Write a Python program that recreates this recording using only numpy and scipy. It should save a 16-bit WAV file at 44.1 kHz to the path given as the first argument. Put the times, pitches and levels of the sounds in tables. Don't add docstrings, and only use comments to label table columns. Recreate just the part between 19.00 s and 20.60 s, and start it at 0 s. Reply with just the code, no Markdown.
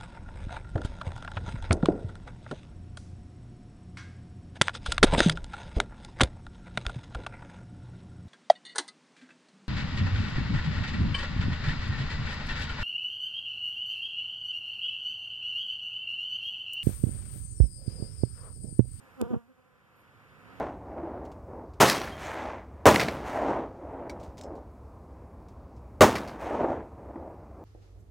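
import sys
import numpy as np
from scipy import signal
from scipy.fft import rfft, irfft
from scipy.io import wavfile

SR = 44100
rng = np.random.default_rng(int(sys.argv[2]) if len(sys.argv) > 2 else 0)


def put_to_file(sound):
    columns = np.atleast_2d(sound).T
    safe = np.clip(columns, -1, 1)
    whole_steps = np.round(safe * 32767)
    wavfile.write(sys.argv[1], SR, whole_steps.astype(np.int16))


N = 70560
T = np.arange(N) / SR
BIN_HZ = np.arange(N // 2 + 1) * SR / N


def from_db(db):
    return 10 ** (np.asarray(db) / 20)


def unit_power(x):
    return x / np.sqrt(np.mean(x ** 2) + 1e-20)


def in_time(rows):
    times, *columns = np.transpose(rows)
    return [np.interp(T, times, column) for column in columns]


def fader(levels):
    return from_db(in_time(levels)[0])


def swell(centre_s, width_s):
    return np.exp(-.5 * ((T - centre_s) / width_s) ** 2)


def db_at(colour, hz):
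    points_hz, db = np.transpose(colour)
    return np.interp(np.log(np.maximum(hz, 1)), np.log(points_hz), db)


def drift(rate_hz):
    pole = np.exp(-2 * np.pi * rate_hz / SR)
    wander = signal.lfilter([1], [1, -2 * pole, pole * pole], rng.standard_normal(2 * N))
    return unit_power(wander[N:])


def noise(colour):
    white = rfft(rng.standard_normal(N))
    return unit_power(irfft(white * from_db(db_at(colour, BIN_HZ)), N))


def phase_of(hz):
    return 2 * np.pi * np.cumsum(hz) / SR


def partial(phase, ratio):
    return -np.sqrt(2) * np.sin(ratio * phase)


def ports(x, left_trim_db=0):
    lag_s, left_db = 0.0004835, -2
    late = irfft(rfft(x) * np.exp(-2j * np.pi * BIN_HZ * lag_s), N)
    return np.array([-from_db(left_db + left_trim_db) * late, x])


def diffuse(colour):
    return np.array([noise(colour), noise(colour)])


def lean_right(x, left_db=-18.5):
    return np.array([from_db(left_db) * x, x])


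# time in seconds, level in dB.
HISS_LEVEL = [(0,-75.5),(0.35,-79.5),(0.5,-85),(0.85,-85),(1.0,-81.5),(1.6,-77)]
# frequency in Hz, relative level in dB.
HISS_COLOUR = [(2000,-14.5),(5000,0.5),(8000,0),(14000,-0.5)]

def hiss():
    bed = ports(noise(HISS_COLOUR), left_trim_db=6.5) + 0.18 * diffuse(HISS_COLOUR)
    return bed * fader(HISS_LEVEL)


# time in seconds, level in dB.
WASH_LEVEL = [(0,-61),(0.17,-59.5),(0.43,-69.5),(0.7,-67.5),(1.0,-62),(1.25,-59.5),(1.42,-58),(1.502,-54.5),(1.6,-53.5)]
# frequency in Hz, relative level in dB.
WASH_COLOUR = [(60,-1),(150,0),(350,-2.5),(520,1),(650,-6.5),(1050,-1),(1400,0.5),(1800,-2),(2400,-6.5),(3400,-15.5),(5000,-24.5),(7000,-35.5),(14000,-54)]

def distant_wash(split_hz=1330):
    wash = noise(WASH_COLOUR)
    lows = signal.sosfiltfilt(signal.butter(6, split_hz, fs=SR, output="sos"), wash)
    centred_lows = np.array([from_db(-0.5) * lows, lows])
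    highs = ports(wash - lows, left_trim_db=1.0)
    return (centred_lows + highs + 0.45 * diffuse(WASH_COLOUR)) * fader(WASH_LEVEL)


# time in seconds, level in dB.
RUMBLE_LEVEL = [(0,-63.5),(0.15,-62),(0.45,-71.5),(0.7,-72),(1.05,-69.5),(1.151,-71),(1.422,-65),(1.49,-65),(1.6,-58)]
# frequency in Hz, relative level in dB.
RUMBLE_COLOUR = [(25,-17),(50,-1),(80,6),(115,4.5),(150,-6.5),(220,-5),(400,-31.5)]

def rumble():
    return lean_right(noise(RUMBLE_COLOUR)) * fader(RUMBLE_LEVEL)


# time in seconds, pitch in Hz, level in dB.
HUM_CURVES = [
    [(0.45,140.7,-89),(0.65,139.4,-68),(0.95,137.9,-75),(1.15,146.6,-69),(1.33,140.7,-61.5),(1.42,171.2,-66),(1.6,184,-61.5)],
    [(1.0,108.4,-89),(1.17,107.5,-62.5),(1.4,109.5,-71),(1.49,115.6,-58.5),(1.6,113.5,-58)],
    [(1.3,188.8,-77.5),(1.4,224.3,-61),(1.5,276.7,-63.5),(1.6,276.3,-56)],
]

def low_hum(waver=0.03, flicker_db=3.3):
    out = np.zeros(N)
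    for curve in HUM_CURVES:
        hz, db = in_time(curve)
        gain = from_db(db + flicker_db * drift(19))
        phase = phase_of(hz * (1 + waver * drift(17)))
        out += gain * partial(phase, 1)
    return lean_right(out)


# centre in seconds, level in dB, width in seconds.
RUSTLES = [(0.967,-73.5,0.0066),(1.003,-70,0.026)]
# frequency in Hz, relative level in dB.
RUSTLE_COLOUR = [(7000,-19),(12000,0.5),(14000,-2)]

def rustle(grain_db=5):
    grains = unit_power(noise(RUSTLE_COLOUR) * from_db(grain_db * drift(300)))
    return grains * sum(from_db(db) * swell(centre, width) for centre, db, width in RUSTLES)


# time in seconds, level in dB.
HIVE_LEVEL = [(0,-61.5),(0.14,-61.5),(0.45,-77),(1.3,-72.5),(1.5,-59.5)]
# frequency in Hz, relative harmonic level in dB.
HIVE_COLOUR = [(250,-2.5),(500,-2.5),(750,-4),(1000,-6),(1300,-13.5),(2000,-23),(3000,-22.5)]

def hive(bees=5, wingbeat_hz=250.4, pitch_spread=0.055, flicker_db=2.5):
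    out = np.zeros(N)
    for _ in range(bees):
        phase = phase_of(wingbeat_hz * (1 + pitch_spread * drift(4)))
        buzz = np.zeros(N)
        for k in range(1, 12):
            gain = from_db(db_at(HIVE_COLOUR, k * wingbeat_hz))
            buzz += gain * np.sin(k * phase + rng.uniform(0, 2 * np.pi))
        out += buzz * from_db(flicker_db * drift(2.3))
    return unit_power(out) * fader(HIVE_LEVEL)


# centre in seconds, level in dB, width in seconds, cutoff in Hz.
PUFFS = [(0.2262,-30.5,0.0028,1150),(0.228,-27,0.0073,153),(0.262,-40,0.02,164),(0.313,-29.5,0.0064,223),(0.342,-32.5,0.01,1040),(0.353,-34,0.007,84),(0.365,-28,0.005,178)]
# frequency in Hz, relative level in dB.
PUFF_COLOUR = [(30,-9.5),(60,-10.5),(350,0),(600,-10.5),(1100,-17.5)]

def wing_air():
    out = np.zeros(N)
    for centre, db, width, cutoff_hz in PUFFS:
        air = signal.sosfilt(signal.butter(3, cutoff_hz, fs=SR, output="sos"), noise(PUFF_COLOUR))
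        shape = swell(centre, width)
        rms_in_puff = np.sqrt(np.average(air ** 2, weights=shape ** 2))
        out += from_db(db) * shape * air / rms_in_puff
    return out


def ring(start_s, hz, t60_s):
    age = np.maximum(T - start_s, 0)
    return from_db(-60 * np.minimum(age / t60_s, 10)) * np.sin(2 * np.pi * hz * age)


# start in seconds, level in dB, pitch in Hz.
WING_THUMPS = [(0.2116,-21,380),(0.2234,-17.5,355),(0.3708,-32.5,171)]

def wing_thumps(ring_cycles=6.7, cutoff_hz=1080):
    thumps = sum(from_db(db) * ring(start, hz, ring_cycles / hz) for start, db, hz in WING_THUMPS)
    return signal.sosfilt(signal.butter(2, cutoff_hz, fs=SR, output="sos"), thumps + 1e-18)


# start in seconds, level in dB.
TICKS = [(0.2144,-16)]
# frequency in Hz, relative level in dB, seconds to fall 60 dB.
CASE_MODES = [(2530,-21.5,0.011),(3500,-18.5,0.0065),(4410,-14,0.0026),(7380,-4.5,0.0017),(8520,-3,0.0011),(10700,-8,0.0016),(12600,-10,.0015)]

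def case_tick():
    out = np.zeros(N)
    for start, db in TICKS:
        for k, (hz, mode_db, t60_s) in enumerate(CASE_MODES):
            out += (-1) ** k * from_db(db + mode_db) * ring(start, hz, t60_s)
    return out


# time in seconds, wingbeat in Hz.
WINGBEAT = [(0.14,259.3),(0.184,269),(0.204,253.5),(0.222,247.2),(0.236,221),(0.254,246.8),(0.27,230.1),(0.282,245),(0.302,252.1),(0.342,232.2),(0.396,239.4),(0.42,230.8),(0.468,242),(0.496,267.3),(0.55,249.3),(0.58,257.4),(0.63,250.9),(0.8,253.9)]
# time in seconds, then fundamental, octave and upper harmonics in dB.
FLYBY_LEVELS = [(0.15,-73,-72,-83),(0.18,-51,-62,-63.5),(0.197,-44,-47.5,-54),
                (0.212,-31,-33.5,-42),(0.224,-26,-37.5,-53.5),(0.233,-40,-39,-52.5),
                (0.246,-50,-43.5,-53),(0.268,-47,-44,-56),(0.288,-50,-46,-56),
                (0.306,-36,-39,-52.5),(0.318,-43,-35,-51),(0.331,-25.5,-37,-54.5),(0.343,-23,-41.5,-54.5),
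                (0.349,-45,-41,-56),(0.362,-38,-41.5,-59),(0.385,-54,-52.5,-62.5),
                (0.415,-58,-70,-71),(0.47,-66,-85,-80),(0.497,-56.5,-59,-68),(0.518,-57,-64,-75),
                (0.548,-86,-78,-88),(0.587,-62.5,-62,-70.5),(0.63,-74,-71.5,-76.5),(0.74,-77.5,-71.5,-77.5),(1.2,-88,-87,-82.5)]
# frequency in Hz, relative level in dB.
RASP_COLOUR = [(720,-2),(1000,-2),(1250,-5),(1480,-8),(1750,-18),(2100,-20),(3400,-26.5),(4500,-39)]

def close_bee(jitter=0.00803, shimmer_db=2.8, flutter_db=2, wisp_db=-25, contact_s=0.2127):
    hz = in_time(WINGBEAT)[0] * (1 + jitter * drift(53))
    phase = phase_of(hz)
    phase -= np.interp(contact_s, T, phase)
    fundamental_gain, octave_gain, upper_gain = from_db(in_time(FLYBY_LEVELS))
    rasp = np.zeros(N)
    for k in range(3, 19):
        rasp += from_db(db_at(RASP_COLOUR, k * hz) + shimmer_db * drift(73)) * partial(phase, k)
    wisps = from_db(wisp_db) * noise(HISS_COLOUR) * (1 + np.cos(phase)) ** 2
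    fundamental = fundamental_gain * partial(phase, 0.98)
    octave = octave_gain * from_db(flutter_db * drift(62)) * partial(phase, 2)
    return fundamental + octave + upper_gain * (rasp + wisps)


def scene():
    sources = ports(close_bee() + wing_air() + wing_thumps() + hive() + rustle())
    tick = ports(case_tick(), left_trim_db=-2.5)
    garden = distant_wash() + rumble() + hiss() + low_hum()
    return sources + tick + garden


def record(dry):
    low_cut_hz, high_cut_hz = 51.6, 14400
    trimmed = signal.sosfilt(signal.butter(4, low_cut_hz, "high", fs=SR, output="sos"), dry)
    return signal.sosfilt(signal.ellip(10, .1, 70, high_cut_hz, fs=SR, output="sos"), trimmed)


dry = scene()
out = record(dry)
put_to_file(out)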